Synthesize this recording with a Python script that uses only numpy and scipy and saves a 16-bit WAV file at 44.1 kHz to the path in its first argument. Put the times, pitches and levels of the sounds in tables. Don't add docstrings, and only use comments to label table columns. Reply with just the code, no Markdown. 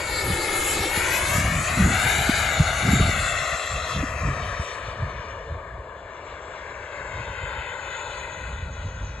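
import sys
import numpy as np
from scipy import signal
from scipy.io import wavfile
from scipy.ndimage import uniform_filter1d

SR = 44100
rng = np.random.default_rng(int(sys.argv[2]) if len(sys.argv) > 2 else 0)


def persist_wave(psi):
    counts = np.round(np.clip(psi, -1, 1) * 32767).astype(np.int16)
    wavfile.write(sys.argv[1], SR, np.atleast_2d(counts).T)


N = 405719
TIME = np.arange(N) / SR
FRAME, HOP = 2048, 512
HZ = np.fft.rfftfreq(FRAME, 1 / SR)
FRAME_S = np.arange(N // HOP + 5)[:, None] * HOP / SR

# [f/Hz, relative level/dB]
ROAR_SHAPE = [(80, -45), (230, -14), (400, -2.5), (640, 2), (850, -1.25), (1030, 2), (1500, 3.5), (2000, 3),
              (2400, 1), (2800, -4), (3300, -12), (4600, -12.5), (7000, -36.5)]
# [t/s, level/dB per Hz]
ROAR_LEVEL = [(0, -68), (.6, -68), (1.15, -63.5), (1.62, -64), (2.1, -60), (2.5, -62), (3.1, -62.5),
              (3.7, -65.5), (4.3, -64), (4.7, -65), (5.3, -65), (6.1, -67), (7.0, -66.5), (7.3, -67),
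              (7.65, -68), (8.22, -66.5), (8.6, -71.5), (9.2, -72)]
# [f/Hz, relative level/dB]
HISS_SHAPE = [(300, -38), (2500, -17), (3150, -1.5), (3550, -2), (4400, -6), (5200, -14), (6700, -2),
              (8500, 2), (10000, -1.5), (11200, -6.5)]
# [t/s, level/dB per Hz]
HISS_LEVEL = [(0, -72), (.35, -70.5), (.9, -68), (1.35, -68), (1.6, -73.5), (2.1, -67), (2.6, -74),
              (3.3, -71.5), (3.95, -67.5), (4.18, -67.5), (4.45, -66), (5.4, -61), (6.4, -67), (7.6, -82),
              (8.15, -68.5), (8.7, -71.5), (9.2, -67)]
# [f/Hz, relative level/dB]
RUSH_SHAPE = [(100, -5.5), (230, -12.5), (350, 4.5), (450, -4.5), (700, -6.5), (1500, -15.5)]
PASS_S, PASS_HALF_S, PASS_DB = 0.63, 0.76, -57
# [t/s, f/Hz, lift/dB]
TEARING_BAND = [(0, 4670, 7.5), (.6, 4370, -0.5), (1.2, 4330, 0.5), (1.6, 3800, -1), (2.1, 3870, 5),
                (3.2, 3800, 7.5), (3.95, 3640, 6.5), (4.17, 3600, -10.5), (4.45, 3500, -0.5),
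                (5.3, 3540, -1.5), (7, 3480, 3), (7.6, 3400, 9.5), (8.3, 3880, 5.5), (9.2, 3890, 2.5)]
FLARE_S, FLARE_HALF_S, FLARE_HZ, FLARE_WIDTH_HZ, FLARE_DB = 1.05, 0.23, 2600, 590, 3
# [t/s, lift/dB]
SIZZLE_LIFT = [(.5, -5.5), (1.3, 2.5), (2.4, 1.5), (3.2, 7), (3.6, 10), (4.05, 10), (4.7, 11.5), (4.95, 9),
               (5.3, 15.5), (5.75, 7), (6.3, 15), (7.05, 11), (7.25, 11), (7.5, -3), (7.8, 6), (8.4, -3),
               (9.2, 12.5)]
SIZZLE_HZ, SIZZLE_WIDTH_HZ = 5760, 730
# [t/s, loss at 10 kHz/dB, below 0 acts as 0]
TREBLE_LOSS = [(0, 4.5), (1, -5), (3.1, 3), (4.0, 22), (4.7, 31.5), (5.3, 58.5), (5.75, 87), (6.3, 55.5),
               (7.5, 22), (8.3, 33.5), (9.2, 47.5)]


def jet(flutter_db=0.57, patchy_db=2.0, tearing_width_hz=600):
    roar = gain_of(at_time(ROAR_LEVEL, FRAME_S)[0] + at_hz(ROAR_SHAPE))
    hiss = gain_of(at_time(HISS_LEVEL, FRAME_S)[0] + at_hz(HISS_SHAPE))
    rush = gain_of(PASS_DB + at_hz(RUSH_SHAPE)) * swell(FRAME_S, PASS_S, PASS_HALF_S)
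    tearing_hz, lift_db = at_time(TEARING_BAND, FRAME_S)
    tearing_db = lift_db * swell(HZ, tearing_hz, tearing_width_hz)
    flare_db = FLARE_DB * swell(FRAME_S, FLARE_S, FLARE_HALF_S) * swell(HZ, FLARE_HZ, FLARE_WIDTH_HZ)
    sizzle_db = at_time(SIZZLE_LIFT, FRAME_S)[0] * swell(HZ, SIZZLE_HZ, SIZZLE_WIDTH_HZ)
    lifts_db = tearing_db + flare_db + sizzle_db + shrill_db()
    source = np.sqrt(roar ** 2 + hiss ** 2 + rush ** 2) * gain_of(lifts_db)
    loss_db = np.maximum(at_time(TREBLE_LOSS, FRAME_S)[0], 0) * HZ / 10 ** 4
    flutter_whole = flutter_db * drift(FRAME_S, 18)
    flutter_patches = patchy_db * patches(size=(5, 40))
    flutter = (flutter_whole + flutter_patches) * np.sqrt(HZ / 4000)
    return to_sound(port_noise() * source * gain_of(flutter - loss_db) * ground_comb())


# [t/s, f/Hz, lift/dB, below 0 acts as 0]
SHRILL_RESONANCE = [(1.3, 6820, -1.5), (1.7, 6860, 7), (2.25, 6800, 4), (2.65, 6770, 10), (3.05, 7160, 12),
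                    (3.5, 7300, 11.5), (4.9, 7400, -6), (5.7, 7350, 24.5), (6.6, 7500, 14), (7.3, 7130, 15),
                    (8.1, 6800, 16.5), (9.2, 6580, 12.5)]


def shrill_db(width_hz=480, lower_ratio=0.88, lower_width_hz=220, lower_share=0.43):
    hz, lift_db = at_time(SHRILL_RESONANCE, FRAME_S)
    upper = swell(HZ, hz, width_hz)
    lower = swell(HZ, lower_ratio * hz, lower_width_hz)
    return np.maximum(lift_db, 0) * (upper + lower_share * lower)


# [f/Hz, base share of the direct amplitude, phase turned by the grass/rad]
GROUND_REFLECTION = [(300, .45, -.3), (500, .5, -.66), (800, 1, .65), (1100, .72, .63), (1500, .85, -.07),
                     (2000, .82, -.15), (2800, .95, -.4), (3500, .66, -.68), (4300, .68, -1.8),
                     (6000, .18, -1.8), (11000, .14, -1.8)]
# [t/s, comb spacing = 1 / delay/Hz, treble phase lag/rad, factor on share]
ECHO_PATH = [(0, 447, -1.43, .84), (.3, 422, -.95, .93), (.55, 418, -.83, .88), (.8, 430, 0, .6),
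             (1.0, 466, -.2, .83), (1.25, 480, -2.06, .88), (1.5, 549, -1.34, .81), (1.8, 634, -.81, .55),
             (2.1, 686, -1.53, .9), (2.35, 746, -.35, .75), (2.6, 676, -.77, .83), (2.8, 692, -.43, .85),
             (3.0, 711, -.2, .9), (3.2, 668, -.25, 1.15), (3.6, 663, .39, 1), (4.0, 667, .81, .8),
             (4.4, 611, .33, .9), (4.8, 600, .62, .65), (5.7, 572, .32, .75), (6.5, 575, .84, .45),
             (7.0, 531, .13, .62), (7.5, 513, .43, 1.15), (8.0, 496, .06, .95), (8.5, 481, -.52, .88),
             (9.2, 458, -1.29, .7)]
ECHO_MOST, ECHO_LAG_HZ = .88, 450


def ground_comb():
    spacing_hz, lag, strength = at_time(ECHO_PATH, FRAME_S)
    turn = 2 * np.pi * HZ / spacing_hz
    grass = lag * np.tanh(HZ / ECHO_LAG_HZ) + at_hz(GROUND_REFLECTION, axis=2)
    share = np.minimum(at_hz(GROUND_REFLECTION) * strength, ECHO_MOST)
    main = 1 + share * np.exp(1j * (turn + grass))
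    return abs(main * (1 + stray_echoes(turn)))


STRAY_SHARE, STRAY_NEAR, STRAY_FAR = .13, 1.6, 6


def stray_echoes(turn, count=8):
    delays = np.geomspace(STRAY_NEAR, STRAY_FAR, count) * rng.uniform(.9, 1.1, count)
    total = 0
    for delay in delays:
        phase = delay * turn + 2 * np.pi * rng.random() + drift(FRAME_S, 2.2)
        total = total + np.exp(1j * phase)
    return STRAY_SHARE * evened(total)


# [t/s, f/Hz, mean level/dB, fuzzy share of power 0-1]
SHAFT_TONE = [(0, 2229, -38, 0), (.3, 2191, -33.3, 0), (.63, 2148, -33.5, 0), (.85, 2193, -34.5, 0),
              (1.15, 2219, -35, 0), (1.4, 2217, -32, 0), (1.55, 2215, -38, 0), (1.75, 2212, -60, 0),
              (2.95, 2600, -62, 1), (3.22, 2650, -33, .9), (3.5, 2670, -39.5, .6), (3.95, 2676, -44, .5),
              (4.8, 2678, -58, .4), (5.1, 2680, -85, 0), (7.0, 2670, -75, 0), (7.4, 2648, -60, 0),
              (7.75, 2612, -56, 0), (7.95, 2595, -50, 0), (8.3, 2572, -49.5, .05), (8.75, 2549, -54.5, .05),
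              (8.97, 2541, -61, 0), (9.2, 2528, -51, 0)]
WAVER_DB = 1.0


def whine(fuzz_hz=45):
    hz, db, fuzz = at_time(SHAFT_TONE, TIME)
    fuzz = np.clip(fuzz, 0, 1)
    low_pass = signal.butter(2, fuzz_hz, fs=SR, output="sos")
    scatter = evened(signal.sosfilt(low_pass, rng.standard_normal((N, 2)) @ [1, 1j]))
    carrier = np.exp(2j * np.pi * np.cumsum(hz) / SR)
    tone = carrier * (np.sqrt(1 - fuzz) + np.sqrt(fuzz) * scatter)
    level = gain_of(db + WAVER_DB * drift(TIME, 12))
    return port_gains(hz) * np.sqrt(2) * tone.real * level


# [f/Hz, side minus middle level/dB]
WIND_SIDE = [(40, -56), (90, -38), (180, -27), (330, -10)]


def wind(level_db=3.0, lumpy_db=1.0):
    middle = white()
    side = white() * gain_of(at_hz(WIND_SIDE))
    rumble = evened(to_sound(np.array([middle + side, middle - side]) * wind_colour()))
    return rumble * gain_of(level_db + wind_db(TIME) + lumpy_db * drift(TIME, 20))


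# [t/s, level before the wind's common lift/dB]
BREEZE_LEVEL = [(0, -40.5), (.55, -48.5), (1.1, -37.5), (2.1, -34.5), (3.2, -32.5), (3.55, -49.5),
                (4.1, -35.5), (4.45, -34.5), (4.72, -50), (4.95, -39), (5.35, -46.5), (6.2, -51),
                (6.9, -49), (7.15, -43.5), (8.0, -49), (8.6, -35.5), (9.2, -38)]
# [t/s, half length/s, level before the common lift/dB, upper edge f/Hz]
GUST_LIST = [(0.293, 0.048, -25.5, 150), (0.803, 0.025, -31.5, 192), (1.406, 0.11, -26, 154),
             (1.57, 0.067, -27, 150), (1.853, 0.097, -23, 220), (2.052, 0.024, -27.5, 180),
             (2.197, 0.03, -32, 189), (2.604, 0.017, -19.5, 162), (2.925, 0.075, -20.5, 199),
             (3.009, 0.015, -16, 162), (3.074, 0.042, -21, 140), (3.17, 0.015, -30, 185),
             (3.42, 0.025, -37, 109), (3.536, 0.015, -35.5, 140), (3.76, 0.047, -32.5, 90),
             (3.982, 0.046, -26.5, 135), (4.273, 0.044, -22, 110), (4.609, 0.015, -34, 130),
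             (4.892, 0.026, -38.5, 115), (5.035, 0.057, -32, 120), (5.175, 0.046, -38.5, 111),
             (5.524, 0.048, -31.5, 85), (5.75, 0.086, -41.5, 85), (7.19, 0.047, -36.5, 112),
             (7.29, 0.04, -41.5, 153), (7.437, 0.027, -40.5, 125), (7.57, 0.044, -39.5, 110),
             (8.646, 0.045, -43.5, 85), (8.852, 0.017, -28, 85), (9.03, 0.025, -33.5, 100)]


def wind_db(t):
    power = gain_of(at_time(BREEZE_LEVEL, t)[0]) ** 2
    for s, half_s, db, _ in GUST_LIST:
        power = power + (gain_of(db) * swell(t, s, half_s)) ** 2
    return 10 * np.log10(power)


# [f/Hz, relative level/dB]
RUMBLE_SHAPE = [(12, -47), (25, -17), (48, 5), (62, 5.5), (120, -5.5), (200, -15), (320, -27.5),
                (500, -64.5), (1000, -90)]


def wind_colour(calm_db=-38, db_per_octave=22, peak_hz=58, gust_slope=3.06, gust_tilt=0.32):
    def unit(colour):
        return colour / np.linalg.norm(colour, axis=-1, keepdims=True)
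    breeze_db = at_time(BREEZE_LEVEL, FRAME_S)[0]
    stretch = 2 ** (np.maximum(breeze_db - calm_db, 0) / db_per_octave)
    shape_hz = np.maximum(HZ / stretch, np.minimum(HZ, peak_hz))
    power = (gain_of(breeze_db) * unit(gain_of(at_hz(RUMBLE_SHAPE, shape_hz)))) ** 2
    rise = np.minimum(HZ / peak_hz, 1) ** 2
    tilt = np.maximum(HZ / peak_hz, 1) ** gust_tilt
    for s, half_s, db, edge_hz in GUST_LIST:
        colour = rise / tilt / np.hypot(1, (HZ / edge_hz) ** gust_slope)
        power = power + (gain_of(db) * swell(FRAME_S, s, half_s) * unit(colour)) ** 2
    return unit(np.sqrt(power))


# [t/s, envelope peak before the bass roll-off/dB, f at centre/Hz, half length/s]
EDDIES = [(0.976, -15.5, 130, 0.0017), (1.385, -18, 170, 0.0029), (1.81, -13.5, 190, 0.02),
          (2.296, -9, 240, 0.0033), (2.607, -4.5, 117, 0.0037), (2.938, -11, 213, 0.0051),
          (3.002, -19.5, 397, 0.0043), (3.012, -9.5, 92, 0.0088), (3.089, -16, 101, .0081),
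          (3.094, -22, 350, 0.0025), (4.038, -20.5, 274, 0.0081), (4.278, -12, 68, 0.012),
          (4.287, -24, 256, 0.004), (4.599, -17.5, 70, 0.0028), (5.03, -17.5, 109, 0.0081),
          (7.163, -27, 80, 0.012), (7.436, -25.5, 95, 0.005)]


def buffets():
    out = np.zeros(N)
    for s, db, hz, length in EDDIES:
        near = abs(TIME - s) < 4 * length
        u = (TIME[near] - s) / length
        turns = hz * length * (u - 0.077 * u ** 2) + rng.random()
        out[near] += gain_of(db) * np.exp(-u ** 2) * np.cos(2 * np.pi * turns)
    return out


# [f/Hz, mean level/dB per Hz]
GRASS_HUSH = [(100, -90.5), (300, -91), (520, -80), (750, -87), (1000, -83), (2200, -105), (4500, -104),
              (5500, -107), (7450, -106), (8500, -108), (10000, -122)]


def field(swell_db=1.0):
    return to_sound(port_noise() * gain_of(at_hz(GRASS_HUSH) + swell_db * drift(FRAME_S, 3)))


# [f/Hz, coherence 0-1]
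PORT_LIKENESS = [(200, 1), (400, .95), (1000, .94), (2000, .88), (2900, .65), (3800, .85), (4800, .6),
                 (5600, .85), (6100, .8), (6450, .6), (6900, 1), (7400, .98), (8000, .65), (8550, 1),
                 (9700, 1), (10250, .65), (10700, 1)]
# [f/Hz, early phase/rad, extra later/rad]
LEFT_PHASE = [(800, 0, 0), (2300, .2, 1.1), (3600, -.1, .6), (4400, 0, 1), (4900, -.5, 3.3), (5300, 0, 3.1),
              (6150, .4, 2.6), (6650, 0, .1), (7500, 0, 0), (8500, -3.14, 0), (9750, -3.14, 0),
              (10600, -6.28, 0)]
DIP_HZ, DIP_WIDTH_HZ, DIP_DB = 3220, 130, -2.5


def port_noise():
    later = np.interp(FRAME_S, [2.8, 5], [0, 1])
    phase = at_hz(LEFT_PHASE) + later * at_hz(LEFT_PHASE, axis=2)
    same = np.clip(at_hz(PORT_LIKENESS), 0, 1)
    left = white()
    right = same * left + np.sqrt(1 - same ** 2) * white()
    dip = gain_of(DIP_DB * swell(HZ, DIP_HZ, DIP_WIDTH_HZ))
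    return np.array([left * np.exp(1j * phase), right]) * port_gains(HZ)[:, None] * dip


# [f/Hz, left minus right level/dB]
PORT_BALANCE = [(300, 0), (630, 2.5), (1120, 8.3), (2020, 9.2), (2900, 6.5), (3600, 0), (11000, 0)]


def port_gains(hz):
    ratio = gain_of(at_hz(PORT_BALANCE, hz))
    return np.array([ratio, np.ones_like(ratio)]) * np.sqrt(2 / (1 + ratio ** 2))


def gain_of(db):
    return 10 ** (np.asarray(db) / 20)


def evened(x):
    return x / np.sqrt(np.mean(abs(x) ** 2) + 1e-20)


def at_time(rows, t):
    s, *columns = np.transpose(rows)
    return [np.interp(t, s, c) for c in columns]


def at_hz(rows, hz=HZ, axis=1):
    columns = np.transpose(rows)
    return np.interp(np.log(hz + 1), np.log(columns[0] + 1), columns[axis])


def swell(x, centre, half_width):
    return np.exp(-((x - centre) / half_width) ** 2)


def drift(t, rate_hz):
    rates = rate_hz * np.geomspace(1 / 10, 1, 20) * rng.uniform(.9, 1.1, 20)
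    return evened(sum(np.sin(2 * np.pi * (f * t + rng.random())) / np.sqrt(f) for f in rates))


def white():
    return evened(rng.standard_normal((len(FRAME_S), len(HZ), 2)) @ [1, 1j])


def patches(size):
    over_time = uniform_filter1d(white().real, size[0], 0)
    return evened(uniform_filter1d(over_time, size[1], 1))


def to_sound(z):
    x = signal.istft(np.swapaxes(z, -1, -2), nperseg=FRAME, noverlap=FRAME - HOP)[1]
    return x[..., :N] * np.sqrt(3 * SR / FRAME)


def scene():
    roll_off = signal.butter(3, 42, "highpass", fs=SR, output="sos")
    air = signal.sosfilt(roll_off, wind() + buffets())
    return jet() + whine() + field() + air


EDGE_HZ = 11850


def record(dry):
    low_pass = signal.firwin(511, EDGE_HZ, window=("kaiser", 9), fs=SR)
    return signal.oaconvolve(dry, low_pass[None], "same", axes=1)


dry = scene()
out = record(dry)
persist_wave(out)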